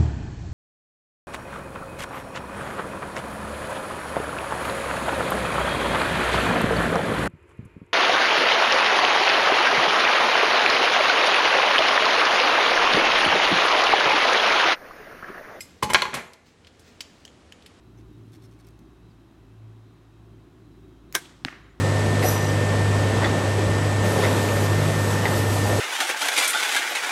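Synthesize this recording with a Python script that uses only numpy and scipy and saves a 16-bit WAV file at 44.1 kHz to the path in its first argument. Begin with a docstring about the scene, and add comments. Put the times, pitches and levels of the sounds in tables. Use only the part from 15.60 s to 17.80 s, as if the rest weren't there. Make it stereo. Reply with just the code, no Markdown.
"""A live kitchen with a low appliance hum, heard by two closely spaced microphones.
Metal scissors clink in the hand and are laid on the stone counter: they touch, clatter flat
and settle, the steel ringing and knocking the slab. Then long nails and rings tap on a small
foil pouch, which rustles faintly; one crease snaps over."""
import sys
import numpy as np
from scipy import signal
from scipy.fft import rfft, irfft, next_fast_len
from scipy.io import wavfile

SR = 44100
rng = np.random.default_rng(int(sys.argv[2]) if len(sys.argv) > 2 else 0)


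def wrap_up_sound(samples):
    """Save the sound to the file named by the first command line argument, as 16-bit audio."""
    columns = np.atleast_2d(samples).T
    # keep every value between -1 and 1, then stretch to whole-number steps
    tamed = np.clip(columns, -1, 1)
    steps = np.round(tamed * 32767).astype(np.int16)
    wavfile.write(sys.argv[1], SR, steps)


N = 97020

# air noise spectrum: freq_hz, gain_db
AIR_COLOUR = [(20, -14), (45, -8.5), (80, 5), (115, -3.5), (250, -2.5), (450, -5.5), (800, -13),
              (1600, -16), (4000, -21.5), (8000, -31), (11000, -31.5), (15000, -56.5)]
# air noise envelope: time_s, level_db
AIR_LEVEL = [(0, -49.5), (.6, -62.5), (.95, -55.5), (1.3, -52), (1.8, -52.5), (2.2, -51)]
# appliance hum: pitch_hz, level_db
HUM_PARTIALS = [(82, -67), (246, -70.5)]
# side against mid in diffuse sound: freq_hz, gain_db
SIDE_COLOUR = [(60, -25.5), (110, -22.5), (200, -12), (380, -4.5), (800, 0.5), (3000, -0.5), (8000, 2.5),
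               (14000, -11.5)]
# reverb decay: freq_hz, t60_s
REVERB_DECAY = [(100, 0.52), (400, 0.6644), (1500, 0.6), (4000, 0.5146), (8000, 0.51), (14000, 0.54)]
# reverb spectrum: freq_hz, gain_db
REVERB_COLOUR = [(80, -4.5), (300, 5.5), (1000, -3.5), (2500, -2), (5000, -3.5), (7500, 2), (10000, -5),
                 (12000, 5.5), (15000, -11.5)]
# counter and tile reflections: freq_hz, gain_db
REFLECTION_COLOUR = [(60, -29.5), (500, -19.5), (1200, -13), (2500, -2.5), (5000, 9.5), (8000, 4.5),
                     (12000, -0.5)]
# phase lead of the left microphone: freq_hz, lead_rad
MIC_LEAD = [(100, 0), (2840, 0), (3620, .1), (4050, .8), (4480, .45), (5250, 1.5), (6120, 1.7), (8270, 2.6),
            (11000, 2.9), (15600, 3.1)]

# foil rustle spectrum: freq_hz, gain_db
RUSTLE_COLOUR = [(500, -22.5), (1500, -0.5), (3500, -2), (7000, -1), (10000, -11.5), (15000, -5)]
# foil rustle envelope: time_s, level_db
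RUSTLE_LEVEL = [(0, -56.5), (.82, -83), (.87, -56), (.97, -73), (1.18, -68.5), (1.28, -53.5), (1.4, -71.5),
                (1.6, -61.5), (1.75, -72), (2.0, -83), (2.2, -74.5)]
# taps on the pouch: start_s, snap_db, nail_db, centre_hz, tick_db, chatter_s
POUCH_TAPS = [ (0.7341, -51.5, -60.5, 4400, -46, 0.0045), (1.047, -55, -61.5, 2866, -86, 0.0019),
              (1.0696, -49.5, -62.5, 3130, -57, 0.0071), (1.1945, -66.5, -74, 5000, -47.5, 0.012),
              (1.4060, -39, -56, 2500, -39, 0.0023), (1.4076, -35, -54, 5000, -38, 0.007),
              (1.6514, -43, -44.5, 6680, -65.5, 0.0012), (1.6782, -58.5, -49.5, 3870, -59.5, 0.0017),
              (1.9227, -50.5, -46, 2740, -49, 0.0012), (2.0232, -55.5, -68, 3460, -59, 0.0056),
              (2.0610, -47, -75, 2970, -45, 0.0066)]
# scissors on stone: start_s, knock_db, steel_db, clack_db, cutoff_hz, thud_db, tick_db, chatter_s
COUNTER_BLOWS = [ (.2240, -36, -36, -45.5, 2487, -57, -39.5, 0.009),
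                 (0.2272, -20.5, -32.5, -34.5, 3020, -24.5, -26, 0.0016),
                 (0.2313, -24, -30.5, -27, 7500, -34, -22.5, 0.0071),
                 (0.2424, -59, -46, -34, 6140, -40.5, -31, 0.012),
                 (0.2936, -45, -46.5, -37.5, 2550, -41, -45.5, 0.009),
                 (.3000, -25.5, -34.5, -29, 3020, -33.5, -27.5, 0.015),
                 (0.3048, -26.5, -36, -38, 3504, -41, -31.5, 0.0093),
                 (.3330, -31.5, -33, -25, 990, -38.5, -39.5, 0.002),
                 (.3350, -43, -36.5, -31, 3000, -35, -15.5, 0.006),
                 (0.3444, -27.5, -27.5, -26, 1498, -42.5, -59.5, 0.0015),
                 (.3460, -23.5, -15.5, -13, 5605, -59, -44.5, 0.001),
                 (.3510, -20.5, -22, -24, 2190, -50, -45, 0.0029),
                 (.3563, -26.5, -22.5, -22, 2640, -38.5, -55.5, 0.0036),
                 (0.4201, -24.5, -30, -29, 4620, -40, -26, .003),
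                 (.4235, -28.5, -28, -28.5, 4400, -62, -42.5, 0.0017),
                 (0.4531, -30, -36.5, -36.5, 2220, -46, -43, 0.0043),
                 (.4800, -36, -55, -49, 2390, -41.5, -70, .008),
                 (.5320, -52, -63, -30.5, 1710, -38, -54, 0.0088),
                 (0.5404, -36.5, -47.5, -28, 2780, -33, -23.5, 0.015),
                 (.5520, -55, -72, -30, 2560, -72, -31.5, 0.022),
                 (.5700, -37, -97, -30.5, 2100, -41.5, -43, 0.027),
                 (.5920, -44, -49.5, -37.5, 2210, -47, -40.5, 0.035)]
# blade on blade: start_s, level_db
BLADE_CLASHES = [(.3466, -18), (0.355, -28), (0.3897, -35.5), (.4210, -22.5)]

# contact noise spectra: freq_hz, gain_db
CLACK_COLOUR = [(150, -32.5), (330, -17.5), (520, -5), (750, -3.5), (1400, -4), (2200, 1.5), (2850, -3.5),
                (4200, -2.5), (5000, -9), (6400, -3.5), (9000, -16), (15000, -25.5)]
THUD_COLOUR = [(25, -25), (45, -13.5), (75, 2), (105, -3), (150, -1.5), (230, 0), (300, -11.5), (410, -0.5),
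               (600, -13.5), (1500, -32.5), (5000, -57)]
TICK_COLOUR = [(1500, -35), (4000, -10.5), (6000, -6), (8000, -3.5), (10500, 3.5), (12000, -3), (13500, -6),
               (16000, -19)]

# resonances: pitch_hz, level_db, t60_s
FINGERNAIL_MODES = [(1745, -6, 0.015), (2990, 2.5, 0.014), (3220, -0.5, 0.023), (4470, -26, 0.015),
                    (5170, -14.5, 0.013), (6944, 1.5, 0.014)]
POUCH_MODES = [(1940, -7, 0.0054), (3020, 2, .014), (4540, -3, 0.013), (5140, -2, 0.013), (5550, -3, 0.013),
               (6800, 0, 0.015), (7670, 1, 0.0093)]
STONE_MODES = [(399, -13.5, 0.04), (520, -14, .04), (667, -25, 0.045), (855, -14, 0.22), (984, -5, .07),
               (1065, 3.5, 0.028), (1150, -5, 0.021)]
STEEL_CLINK_MODES = [(2120, -4, 0.045), (2457, -8.5, .025), (3000, -4, 0.01), (5110, -2, 0.025),
                     (5170, -10.5, 0.14), (7600, 1, 0.045), (8000, -9, 0.06), (10200, -9.5, 0.05),
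                     (11400, 2.5, .045)]  # above the counter
STEEL_HELD_MODES = [(1320, -3.5, .035), (2117, -4.5, 0.095), (2979, 0, 0.084), (3500, -7.5, 0.057),
                    (4225, -7, .015), (4700, -7.5, .04)]  # touching down, still in the fingers
STEEL_LOOSE_MODES = [(1396, -1, 0.055), (1617, -6.5, 0.06), (1796, -8, 0.08), (2064, -15.5, 0.3),
                     (2240, 2.5, 0.033), (2477, 0, 0.034), (3340, -2, 0.02), (4060, -18.5, .1),
                     (5880, -8, .03)]  # lying on the stone
STEEL_CLASH_MODES = [(3010, -1, .04), (3340, 0, 0.025), (3720, -2.5, .02), (4214, 3, .02)]  # blade on blade

CLACK_T60_S, THUD_T60_S, TICK_T60_S, SNAP_T60_S = 0.014, 0.1, 0.017, 0.037
LET_GO_S, LOOSE_WAVER = 0.32, 0.014  # once let go, the blades rattle and their pitch wavers


def undb(db):
    """Decibels to gain."""
    return 10 ** (np.asarray(db) / 20)


def on_log(points, hz):
    """Interpolate a table on a log-frequency axis."""
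    freq_hz, values = np.array(points, float).T
    return np.interp(np.log(np.maximum(hz, 1)), np.log(np.maximum(freq_hz, 1)), values)


def over_time(points):
    """Gain per sample from time_s, level_db."""
    return undb(np.interp(np.arange(N) / SR, *np.array(points, float).T))


def colour(points):
    """Gain function from freq_hz, gain_db."""
    return lambda hz: undb(on_log(points, hz))


def shape(x, gain, size=131072):
    """Minimum-phase filter of magnitude gain(hz)."""
    cepstrum = irfft(np.log(gain(np.fft.rfftfreq(size, 1 / SR)) + 1e-9))
    cepstrum[1:size // 2] *= 2
    cepstrum[size // 2 + 1:] = 0
    return irfft(rfft(x, size) * np.exp(rfft(cepstrum)))[..., :x.shape[-1]]


def fade(t60_s, size=16384):
    """Exponential decay."""
    return np.exp(-np.log(1000) * np.arange(size) / SR / max(t60_s, 1e-4))


def at_level(x, level_db):
    """Scale to the energy of 10 ms at level_db."""
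    return x * undb(level_db) / np.sqrt(np.sum(x ** 2) / (SR / 100))


def add(track, start_s, x):
    """Mix x in at start_s."""
    i = max(int(start_s * SR), 0)
    track[i:i + len(x)] += x[:N - i]


def burst(gain, t60_s, chatter_s, level_db):
    """Dense, damped, unpitched vibration, lengthened by chatter."""
    envelope = fade(np.hypot(t60_s, np.log(1000) * chatter_s))
    noise = envelope * rng.standard_normal(len(envelope))
    whitened = irfft(np.exp(1j * np.angle(rfft(noise))))
    return at_level(shape(whitened * envelope ** 0.25, gain, size=16384), level_db)


def ring(modes, chatter_s, level_db, waver=0):
    """Struck modes; chatter slows the attack, waver is the fractional pitch wander."""
    t = np.arange(16384) / SR
    knots_s = np.arange(256) * 0.004
    body = 0
    for hz, mode_db, t60_s in modes:
        scatter, detune, phase = rng.standard_normal(3)  # each blow lands on a different point
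        wander = np.interp(t, knots_s, rng.standard_normal(len(knots_s)))
        pitch_hz = hz * (1 + 0.007 * detune + waver * wander)
        tone = np.sin(2 * np.pi * (np.cumsum(pitch_hz) / SR + phase))
        body += undb(mode_db + 2 * scatter) * fade(t60_s) * tone
    attack = 1 - np.exp(-t / (0.083 * chatter_s))
    return at_level(body * attack, level_db)


def diffuse(side_trim_db):
    """Stereo noise arriving from all around."""
    mid, side = rng.standard_normal((2, N))
    side = undb(side_trim_db) * shape(side, colour(SIDE_COLOUR))
    return np.array([mid + side, mid - side])


def room_tone():
    """Soft air noise and appliance hum."""
    t = np.arange(N) / SR
    air = shape(diffuse(side_trim_db=0), colour(AIR_COLOUR))
    hum = sum(undb(level_db) * np.sqrt(2) * np.sin(2 * np.pi * (pitch_hz * t + rng.random()))
              for pitch_hz, level_db in HUM_PARTIALS)
    return air / air.std() * over_time(AIR_LEVEL) + hum


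def kitchen_response(onset_s=0.0023):
    """Diffuse reverb: builds fast, lasts longest in the low mids."""
    t, hz = np.arange(N) / SR, np.fft.rfftfreq(N, 1 / SR)
    spectrum = rfft(diffuse(side_trim_db=-22))
    tail = 0
    for centre_hz, t60_s in REVERB_DECAY:
        band = on_log([(f, f == centre_hz) for f, _ in REVERB_DECAY], hz)
        tail += irfft(spectrum * band, N) * fade(t60_s, size=N)
    tail *= 1 - np.exp(-(t / onset_s) ** 2)
    tail *= 1 + undb(2) * fade(t60_s=0.1, size=N)  # first returns from cabinets and wall
    return shape(tail / np.linalg.norm(tail[0]), colour(REVERB_COLOUR))


def with_reflections(x):
    """Direct sound plus counter and tile reflections, different at each microphone."""
    envelope = fade(t60_s=0.012)
    response = envelope * rng.standard_normal(len(envelope))
    reflected = signal.fftconvolve(x, response / np.linalg.norm(response))[:N]
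    side = undb(-13) * shape(reflected, colour(REFLECTION_COLOUR))
    return np.array([x + side, x - side])


def foil_rustle(grain_samples=64):
    """Faint foil rustle: noise whose level jumps from grain to grain."""
    log_gain = 0.25 * np.repeat(rng.standard_normal(N // grain_samples + 1), grain_samples)[:N]
    grains = shape(rng.standard_normal(N) * np.exp(log_gain), colour(RUSTLE_COLOUR))
    return grains / grains.std() * over_time(RUSTLE_LEVEL)


def pouch_taps(half_width_oct=0.81, crease_s=1.4062):
    """Nails strike the foil and ring briefly; one crease snaps over."""
    out = np.zeros(N)
    for start_s, snap_db, nail_db, centre_hz, tick_db, chatter_s in POUCH_TAPS:
        band = lambda hz: 1 / (1 + (np.log2((hz + 1) / centre_hz) / half_width_oct) ** 2)
        snap = burst(band, SNAP_T60_S, chatter_s, snap_db)
        nail = ring(FINGERNAIL_MODES, chatter_s, nail_db)
        tick = burst(colour(TICK_COLOUR), TICK_T60_S, chatter_s, tick_db)
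        add(out, start_s, snap + nail + tick)
    add(out, crease_s, ring(POUCH_MODES, chatter_s=0.0013, level_db=-35.5, waver=0.014))
    return out


def scissors_clink(start_s=0.0063):
    """The steel rings and ticks once in the hand."""
    out = np.zeros(N)
    steel = ring(STEEL_CLINK_MODES, chatter_s=0.006, level_db=-30, waver=0.0039)
    tick = burst(colour(TICK_COLOUR), TICK_T60_S, chatter_s=0.024, level_db=-31)
    add(out, start_s, steel + tick)
    return out


def scissors_clatter():
    """Each blow rings the steel, knocks the slab and thuds the cabinet; the loose blades clash."""
    out = np.zeros(N)
    for start_s, knock_db, steel_db, clack_db, cutoff_hz, thud_db, tick_db, chatter_s in COUNTER_BLOWS:
        if start_s < LET_GO_S:
            steel = ring(STEEL_HELD_MODES, chatter_s, steel_db)
        else:
            steel = ring(STEEL_LOOSE_MODES, chatter_s, steel_db, LOOSE_WAVER)
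        knock = ring(STONE_MODES, chatter_s, knock_db, waver=0.013)
        contact = lambda hz: colour(CLACK_COLOUR)(hz) / np.hypot(1, (hz / cutoff_hz) ** 2)
        clack = burst(contact, CLACK_T60_S, chatter_s, clack_db)
        thud = burst(colour(THUD_COLOUR), THUD_T60_S, chatter_s, thud_db)
        tick = burst(colour(TICK_COLOUR), TICK_T60_S, chatter_s, tick_db)
        add(out, start_s, knock + steel + clack + thud + tick)
    for start_s, level_db in BLADE_CLASHES:
        clash = ring(STEEL_CLASH_MODES, chatter_s=0.0015, level_db=level_db, waver=LOOSE_WAVER)
        add(out, start_s, clash)
    return out


def scene():
    """Scissors and pouch close by, the kitchen around them."""
    clatter, clink = scissors_clatter(), scissors_clink()
    pouch = foil_rustle() + pouch_taps()
    close = with_reflections(clatter + clink + pouch)
    send = undb(-5.5) * clatter + undb(-8) * clink + undb(-7.5) * pouch
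    reverb = signal.fftconvolve(send[None], kitchen_response(), axes=1)[:, :N]
    return close + reverb + room_tone()


def record(dry):
    """Microphone pair, out of phase in the treble; clip at full scale, then low-pass."""
    size = next_fast_len(2 * N)
    lead_rad = on_log(MIC_LEAD, np.fft.rfftfreq(size, 1 / SR))
    rotation = np.exp(0.5j * np.array([lead_rad, -lead_rad]))
    pair = irfft(rfft(dry, size) * rotation, size)[:, :N]
    lowpass = signal.ellip(8, 0.2, 70, 15900, fs=SR, output="sos")
    return signal.sosfilt(lowpass, np.clip(pair, -1, 1))


dry = scene()
out = record(dry)
wrap_up_sound(out)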